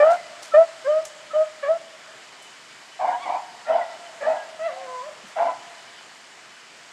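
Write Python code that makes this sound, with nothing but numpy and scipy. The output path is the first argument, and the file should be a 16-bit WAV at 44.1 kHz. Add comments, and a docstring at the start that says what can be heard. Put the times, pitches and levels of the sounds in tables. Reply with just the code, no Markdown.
"""Hounds giving tongue in dense woodland

A pack calls among the trees: first clear yelps, then hoarse bays and one sinking howl, with thin squeaks and chirps.
Each voice is a strong fundamental with weak overtones, which disorder from cycle to cycle turns into a rasp.
Random echoes from the trunks add a quick spray and a faint, long tail. Shaped noise makes a steady hiss of leaves
and bands of insects; grainy noise bursts make the undergrowth rustle a few times close by.
"""
import sys
import numpy as np
from scipy import signal
from scipy.fft import rfft, irfft, next_fast_len
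from scipy.io import wavfile
from scipy.ndimage import uniform_filter1d

SR = 44100
rng = np.random.default_rng(int(sys.argv[2]) if len(sys.argv) > 2 else 0)


def wav_record(signal):
    """Record a signal, one row per channel, as 16-bit PCM in the file named by sys.argv[1]."""
    frames = np.transpose(np.atleast_2d(signal))
    bounded = np.clip(frames, -1, 1)
    # unit amplitude maps onto the largest positive 16-bit level
    quanta = np.round(bounded * 32767).astype(np.int16)
    wavfile.write(sys.argv[1], SR, quanta)


N = 305172  # length in samples

# The barks, from clear yelps to hoarse bays. Each row: start in seconds, length in seconds, attack in seconds,
# mouth opening after seconds, closing time in seconds, pitch in Hz, pitch step on opening in Hz,
# later climb in Hz per second (negative falls), level in dB, swell on opening in dB,
# second harmonic in dB, upper harmonics in dB, roughness from 0 to 1, scatter from the trees in dB.
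BARKS = [ (0.0, 0.18, 0.001, 0.03, 0.064, 585, 19, 902, -12, -0.5, -25.5, -31.5, 0.21, -7),
         (.536, 0.12, 0.011, .035, 0.041, 599.7, 40.5, 381.5, -8.5, 2.5, -30, -33, 0.06, -12.5),
         (.841, .197, 0.03, 0.034, 0.063, 524.5, 65, 418, -17.5, 7.5, -36.5, -41.5, 0.02, -4.5),
         (1.332, 0.12, 0.0064, 0.023, 0.029, 593.7, 22.5, 275, -17.5, 7, -36.5, -51, 0.06, -2),
         (1.625, 0.16, .013, 0.06, .061, 562.4, 71, 579, -16, 10, -34.5, -39.5, 0.07, -5),
         (2.988, 0.19, 0.023, 0.068, 0.077, 733.7, -5, -50, -21, 2.5, -38, -41.5, 0.69, 2),
         (3.248, 0.16, 0.016, .021, 0.04, 709.5, 14, 380, -23.5, 5, -48.5, -42, 0.75, 0.5),
         (3.661, 0.21, 0.031, 0.031, 0.1, 628, 13.5, 482, -17, 13, -37, -38, 0.49, 2.5),
         (4.204, 0.23, 0.026, 0.058, 0.11, 570.2, 47, 563, -20, 8, -39.5, -40, 0.46, 1.5),
         (5.355, 0.21, 0.03, 0.045, 0.13, 668, 32.5, -150, -16.6, 9, -34.5, -37.5, 0.57, -3)]
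# How a hoarse voice spreads round each harmonic. Each row: offset as a share of the pitch, strength in dB.
HOARSE_SPREAD = [(-0.81, -49.5), (-0.607, -27), (-0.443, -37.5), (-0.305, -23.5), (-0.2, -14), (-0.066, -6),
                 (-0.061, 1), (-0.37, 7), (0.46, -12), (0.73, -25), (0.77, -34)]
# Response of the throat, from the third harmonic up. Each row: frequency in Hz, gain in dB.
THROAT = [(1450, 10.5), (1750, 7), (2100, -6), (2350, -4), (2650, -12.5), (3500, -19.5), (5000, -29.5),
          (7000, -68)]
# Resonance of the open mouth on the second harmonic of a bark. Each row: frequency in Hz, gain in dB.
MOUTH = [(1040, -1), (1130, -0.5), (1230, 1), (1320, -3), (1450, -5.5)]
# How long the far scatter rings. Each row: frequency in Hz, time to fall by 60 dB in seconds.
WOOD_T60 = [(200, 0.73), (650, 1.73), (2000, 2.5), (6000, 0.26)]
# Colour of the foliage hiss. Each row: frequency in Hz, relative gain in dB.
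AIR_COLOUR = [(18, -71), (30, -53), (47, -60.5), (68, -30.5), (131, -10.5), (290, -7.5), (583, -5),
              (642, -1), (798, -2.5), (1950, -0.5), (2600, -4.5), (3010, -5), (3310, -6), (7350, -16.5),
              (9580, -22), (12500, -32.5), (21100, -120)]
# Insect choruses. Each row: centre in Hz, width in Hz, level in dB before the stir.
INSECTS = [(2990, 70, -61), (7150, 2300, -57.5), (4825, 1400, -58)]
# How much the foliage and insects stir. Each row: time in seconds, gain in dB.
STIR = [(0, 3), (1.201, -0.5), (4.0, 0.2), (5.8, 0.44), (6.3, -1.5)]
# Faint high chirps, all with the same slight fall. Each row: start in seconds, length in seconds, level in dB.
CHIRPS = [(0.027, .041, -48.5), (.897, 0.036, -45.5), (1.34, 0.034, -46), (2.377, 0.13, -52.5),
          (3.72, 0.032, -43.5), (4.053, 0.039, -48), (5.97, 0.035, -49.5)]
# Brushes of leaves and a twig snap. Each row: start in seconds, level in dB before the decay,
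# decay in seconds, centre in Hz, width in octaves.
RUSTLES = [(0.106, -42.5, 0.042, 6070, 0.69), (0.423, -41, 0.041, 5960, 0.78),
           (.42, -37.5, 0.018, 650, 0.38), (1.051, -33, .004, 12000, 4.2),
           (1.053, -38.5, 0.025, 7000, 0.37), (2.423, -52, 0.029, 8000, 0.64),
           (5.236, -47, 0.029, 210, 0.49), (5.269, -52.5, 0.038, 6450, 0.82)]
# Thin squeaks round the barks. Each row: start in seconds, length in seconds, starting pitch in Hz, level in dB.
SQUEAKS = [(0.155, 0.061, 2080, -45), (0.23, 0.045, 2020, -49), (0.514, 0.051, 1322, -32),
           (1.302, 0.039, 1306, -37.5), (3.003, 0.049, 1085, -39), (3.106, 0.055, 1660, -43.5),
           (3.641, 0.11, 1388, -41), (3.807, 0.033, 1980, -37), (3.888, 0.061, 2003, -48),
           (4.335, .13, 1660, -46), (5.466, 0.045, 1011, -29.5)]
# Soft low bumps just after some barks begin. Each row: start in seconds, level in dB before the decay.
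BUMPS = [(0.547, -47.5), (1.641, -63), (3.01, -58), (3.684, -60)]
# Three gliding calls, a curve each. Each row: time in seconds, pitch in Hz, level in dB,
# second harmonic in dB, upper harmonics in dB.
WHINE = [(3.09, 914, -34.5, -48, -64), (3.16, 954.5, -24.5, -52, -59), (3.185, 1041, -52, -62, -61),
         (3.235, 1148, -37.5, -42, -44), (3.3, 940, -50, -44, -68)]
HOWL = [(4.59, 665, -34, -39, -63), (4.602, 631, -33, -47, -50), (4.668, 674.6, -21, -40, -37),
        (4.696, 577.5, -35.5, -38, -49), (4.716, 519.5, -42.5, -53, -64), (4.832, 537.4, -39.5, -50.5, -57),
        (4.88, 510.7, -40.5, -41, -54), (5.014, 502, -43, -34.5, -57), (5.08, 630, -36, -63, -56),
        (5.094, 601, -35.5, -49, -56), (5.12, 584, -54, -60, -62)]
FAR_HOWL = [(4.7, 685, -37, -54, -46), (4.79, 765, -39.5, -68, -69), (4.87, 711, -46.5, -65, -68),
            (4.97, 675, -44, -61, -69)]
# Who sings the curves. 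Each row: curve, roughness from 0 to 1, scatter from the trees in dB.
GLIDES = [(HOWL, 0.027, 0.87), (FAR_HOWL, 0.39, -1), (WHINE, 0.1, -4.5)]

OPENING_S = 0.0046  # how quickly the mouth snaps open
SAG_DB_PER_S = 27.5  # the breath runs down once the mouth is open
CLOSE_DB, CLOSE_CURVE = -24, 1.59  # the fall as the mouth closes, slow at first
OVERTONE_CLOSE = 0.74  # share of that fall which the overtones follow
DROOP_HZ = -11  # the pitch falls back as the mouth closes
ROUGH_ENDS = 0.93  # the voice is rougher by up to this share where it is weak
CRACK = 0.035  # extra roughness as the mouth opens
PURER_DB, PURE_BELOW = -12, 0.67  # most that the upper harmonics lose on opening, in voices below this roughness
ACCENT_DB, ACCENT_S = 1.5, 0.013  # the level overshoots briefly as the mouth opens
FLUTTER_DB, FLUTTER_HZ = 0.68, 25  # the breath is never quite even
AIR_DB = -46  # hiss level before its swell and the stir
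CHIRP_START_HZ, CHIRP_END_HZ = 3050, 2998
SQUEAK_SINK = 0.023  # each squeak sinks by this share of its pitch
BUMP_DECAY_S, BUMP_HZ, BUMP_OCTAVES = 0.027, 95, 1.1
EDGE_HZ = 14800  # top of the band


def amp(db):
    """Decibels to gain."""
    return 10 ** (np.asarray(db) / 20)


def unit(x):
    """Scales to rms 1."""
    return x / np.sqrt(np.mean(abs(x) ** 2) + 1e-20)


def read(points, hz):
    """Reads a table of frequency and value on a log-frequency axis."""
    f, value = np.transpose(points)
    return np.interp(np.log(hz + 1), np.log(f + 1), value)


def add(mix, s, sound):
    """Adds a sound to the mix at time s."""
    part = mix[max(round(s * SR), 0):][:len(sound)]
    part += sound[:len(part)]


def wander(size, hz):
    """Random drift of about rms 1, mostly slower than hz."""
    f = np.fft.rfftfreq(size + SR, 1 / SR)
    lowpass = np.exp(-0.5 * (f / hz) ** 2)
    return unit(irfft(rfft(rng.standard_normal(size + SR)) * lowpass))[:size]


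def chaos(turns, order=8, size=4096, steadiness=0.17, sideband_db=1.0, pattern_cycles=4.33):
    """Cycle-to-cycle disorder in the strength and timing of the vocal folds, as a complex factor."""
    offset = np.fft.fftfreq(size, 1 / order)
    # the disorder nearly repeats every few cycles, which gathers it into loose sidebands
    repeat = pattern_cycles * rng.uniform(0.888, 1.15)
    sidebands = sideband_db * np.cos(2 * np.pi * offset * repeat)
    spread_db = np.interp(offset, *np.transpose(HOARSE_SPREAD), left=-90, right=-90) + sidebands
    random_phase = np.exp(2j * np.pi * rng.random(size))
    disorder = np.fft.ifft(amp(spread_db) * random_phase)
    disorder = unit(signal.resample(disorder, size * order))
    # follow the turns of the folds, so the spread scales with the pitch
    disorder = np.interp(turns * order ** 2, np.arange(len(disorder)), disorder)
    # steady lung pressure evens out the power over a few cycles
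    power = uniform_filter1d(abs(disorder) ** 2, size=400)
    return unit(disorder / (power + 0.02) ** (np.clip(steadiness, 0, 1) / 2))


def partial(turns, k, rough):
    """Harmonic k of the vocal folds: part steady, part disordered."""
    share = np.clip(rough, 0, 1)
    folds = np.sqrt(1 - share ** 2) + share * chaos(turns)
    return (folds * np.exp(2j * np.pi * (k * turns + rng.random()))).real


def throat(x):
    """The unchanging colour that the throat gives the upper harmonics."""
    size = next_fast_len(len(x) + 2048)
    gain = amp(read(THROAT, np.fft.rfftfreq(size, 1 / SR)))
    return irfft(rfft(x, size) * gain, size)[:len(x)]


def voice(hz, level_db, second_db, upper_db, rough, jitter=0.0037, hoarse_jitter=0.019, release=0.0067, count=8):
    """A hound's voice: a strong fundamental and weak overtones, each breaking into a rasp as it turns hoarse."""
    t = np.arange(len(hz)) / SR
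    unsteady = (jitter + hoarse_jitter * rough) * wander(len(t), 90)
    turns = np.cumsum(hz * (1 + unsteady)) / SR
    # the higher the overtone, the more an uneven cycle smears it
    second = partial(turns, 2, 0.2 + 1.3 * rough)
    upper = sum(partial(turns, k, 0.3 + 0.8 * k * rough) for k in range(3, count + 1))
    sound = amp(level_db) * partial(turns, 1, rough)
    sound = sound + amp(second_db) * second + amp(upper_db) * throat(upper)
    fade = np.clip(np.minimum(t / 0.003, (t[-1] - t) / release), 0, 1)
    return np.sqrt(2) * sound * fade


def bark(length, attack, opens, closing, pitch_hz, leap_hz, climb, level_db, swell_db, second_db, upper_db, rough):
    """A call starts pinched; the opening mouth shifts its pitch and swells it, then it glides until the mouth shuts."""
    t = np.arange(0, length, 1 / SR)
    mouth = 0.5 + 0.5 * np.tanh((t - opens) / (2 * OPENING_S))
    open_for = np.maximum(t - opens, 0)
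    shut = np.clip(1 - (length - t) / closing, 0, 1) ** CLOSE_CURVE
    hz = pitch_hz + leap_hz * mouth + climb * open_for + DROOP_HZ * shut
    # swell and sag move the fundamental only
    effort_db = CLOSE_DB * shut - swell_db * (1 - mouth) - SAG_DB_PER_S * open_for
    accent_db = ACCENT_DB * mouth * np.exp(-(open_for / ACCENT_S) ** 2)
    uneven_db = accent_db + FLUTTER_DB * wander(len(t), FLUTTER_HZ)
    overtone_db = OVERTONE_CLOSE * CLOSE_DB * shut + uneven_db
    # clear voices grow purer as the mouth opens
    purer_db = PURER_DB * mouth * max(1 - rough / PURE_BELOW, 0)
    rasp = rough * (1 + ROUGH_ENDS * (1 - amp(effort_db))) + CRACK * np.sin(np.pi * mouth)
    fundamental_db = level_db + effort_db + uneven_db
    second_db = second_db + overtone_db + read(MOUTH, 2 * hz)
    upper_db = upper_db + overtone_db + purer_db
    return voice(hz, fundamental_db, second_db, upper_db, rasp) * np.minimum(t / attack, 1)


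def woodland(x, tail_db=-23.5, near_db=-8.0, near_t60=0.31, build=0.031):
    """Scatter from the trunks: a quick spray from near trees and a long, dull tail from far ones."""
    size = 2 * SR
    # about 2000 echoes a second, of random sign
    taps = rng.choice([-1.0, 1.0], (2, size)) * (rng.random((2, size)) < 2000 / SR)
    hz, frame_s, z = signal.stft(taps[0], SR, nperseg=256)
    decay = amp(-60 * frame_s / read(WOOD_T60, hz)[:, None])
    far = signal.istft(z * decay, SR, nperseg=256)[1][:size]
    t = np.arange(size) / SR
    far = far * (1 - np.exp(-t / build))
    near = taps[1] * np.exp(-np.log(1000) * t / near_t60) * (t > 0.006)
    response = amp(tail_db) * far / np.linalg.norm(far) + amp(near_db) * near / np.linalg.norm(near)
    return signal.fftconvolve(x, response)[:N]


def air(patch_db=1.0, swell_db=0.24):
    """A wide hiss of foliage: coloured noise with drifting patches in time and frequency."""
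    hz, _, z = signal.stft(rng.standard_normal(N), SR, nperseg=2048, noverlap=1536)
    patches = uniform_filter1d(rng.standard_normal(z.shape), size=30, axis=0)
    patches = unit(uniform_filter1d(patches, size=8, axis=1))
    gain = amp(read(AIR_COLOUR, hz)[:, None] + patch_db * patches)
    hiss = signal.istft(z * gain, SR, nperseg=2048, noverlap=1536)[1][:N]
    return amp(AIR_DB) * unit(hiss) * amp(swell_db * wander(N, 1.1))


def leaf_ticks(per_s=25, ticks_db=-76.0, low_hz=2500, high_hz=6500):
    """Tiny scattered ticks in the undergrowth: random clicks that gate short, band-limited noise."""
    strength_db = 2.6 * np.minimum(rng.exponential(1, N), 3)
    clicks = (rng.random(N) < per_s / SR) * amp(strength_db)
    # each click dies away over 1.6 ms
    envelope = signal.lfilter([1], [1, -np.exp(-1 / (0.0016 * SR))], clicks)
    bursts = envelope * rng.standard_normal(N)
    band = signal.butter(4, [low_hz, high_hz], "band", fs=SR, output="sos")
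    return amp(ticks_db) * unit(signal.sosfilt(band, bursts))


def insects(swell_db=0.9):
    """Bands of distant shrilling: slow noise on a carrier, which swells and fades."""
    t = np.arange(N) / SR
    chorus = np.zeros(N)
    for hz, width, db in INSECTS:
        shrill = wander(N, width / 2) * np.cos(2 * np.pi * hz * t)
        chorus += amp(db) * unit(shrill * amp(swell_db * wander(N, 3)))
    return chorus


def whistle(s, length, start_hz, end_hz, db, jitter=0.006):
    """A short, nearly pure glide with its start time: a sine with a slightly unsteady pitch."""
    size = round(length * SR)
    hz = np.linspace(start_hz, end_hz, size) * (1 + jitter * wander(size, 120))
    tone = np.sin(2 * np.pi * np.cumsum(hz) / SR)
    return s, np.sqrt(2) * amp(db) * tone * signal.windows.tukey(size, 0.5)


def chirp(s, length, db):
    """A faint high chirp: a whistle that falls slightly."""
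    return whistle(s, length, CHIRP_START_HZ, CHIRP_END_HZ, db)


def rustle(s, db, decay, centre_hz, octaves, grain_db=-3.0, rise=0.00032, top_hz=10000):
    """A grainy noise burst that starts at once and dies away; its highest treble is rolled off."""
    t = np.arange(SR // 2) / SR
    f = np.fft.rfftfreq(len(t), 1 / SR)
    grains = rng.standard_normal(len(t)) * amp(grain_db * wander(len(t), 250))
    colour = 1 / (1 + (np.log2((f + 1) / centre_hz) / octaves) ** 2)
    colour = colour / np.sqrt(1 + (f / top_hz) ** 10)
    burst = unit(irfft(rfft(grains) * colour, len(t)))
    return s, amp(db) * burst * np.exp(-t / decay) * (1 - np.exp(-t / rise))


def squeak(s, length, hz, db):
    """A thin squeak: a whistle that sinks a little."""
    return whistle(s, length, hz, hz * (1 - SQUEAK_SINK), db)


def bump(s, db):
    """A soft low bump: a short noise burst shaped like a rustle but centred in the bass."""
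    return rustle(s, db, BUMP_DECAY_S, BUMP_HZ, BUMP_OCTAVES)


def howl(curve, rough):
    """A call that glides along its curve of pitch and levels, whatever colour the throat has there."""
    s, *columns = np.transpose(curve)
    t = np.arange(s[0], s[-1], 1 / SR)
    hz, level_db, second_db, upper_db = (np.interp(t, s, column) for column in columns)
    # cancel the throat's gain at the third harmonic
    return voice(hz, level_db, second_db, upper_db - read(THROAT, 3 * hz), rough)


def pack():
    """Every call as start in seconds, sound and scatter in dB."""
    calls = [(s, bark(*shape), scatter_db) for s, *shape, scatter_db in BARKS]
    calls += [(*chirp(*row), 0) for row in CHIRPS]
    calls += [(*squeak(*row), 0) for row in SQUEAKS]
    calls += [(curve[0][0], howl(curve, rough), scatter_db) for curve, rough, scatter_db in GLIDES]
    return calls


def scene():
    """The hounds among the trees, with the sounds of the wood round them."""
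    direct, scattered = np.zeros(N), np.zeros(N)
    for s, call, scatter_db in pack():
        add(direct, s, call)
        add(scattered, s, amp(scatter_db) * call)
    # rustles and bumps stay dry
    for row in RUSTLES:
        add(direct, *rustle(*row))
    for row in BUMPS:
        add(direct, *bump(*row))
    stir = amp(np.interp(np.arange(N) / SR, *np.transpose(STIR)))
    wood = stir * (air() + leaf_ticks() + insects())
    return (direct + woodland(scattered) + wood)[None]


def record(dry):
    """Limits the band with a steep low-pass at EDGE_HZ."""
    lowpass = signal.firwin(511, EDGE_HZ, window=("kaiser", 9), fs=SR)
    return signal.oaconvolve(dry, lowpass[None], "same")


dry = scene()
out = record(dry)
wav_record(out)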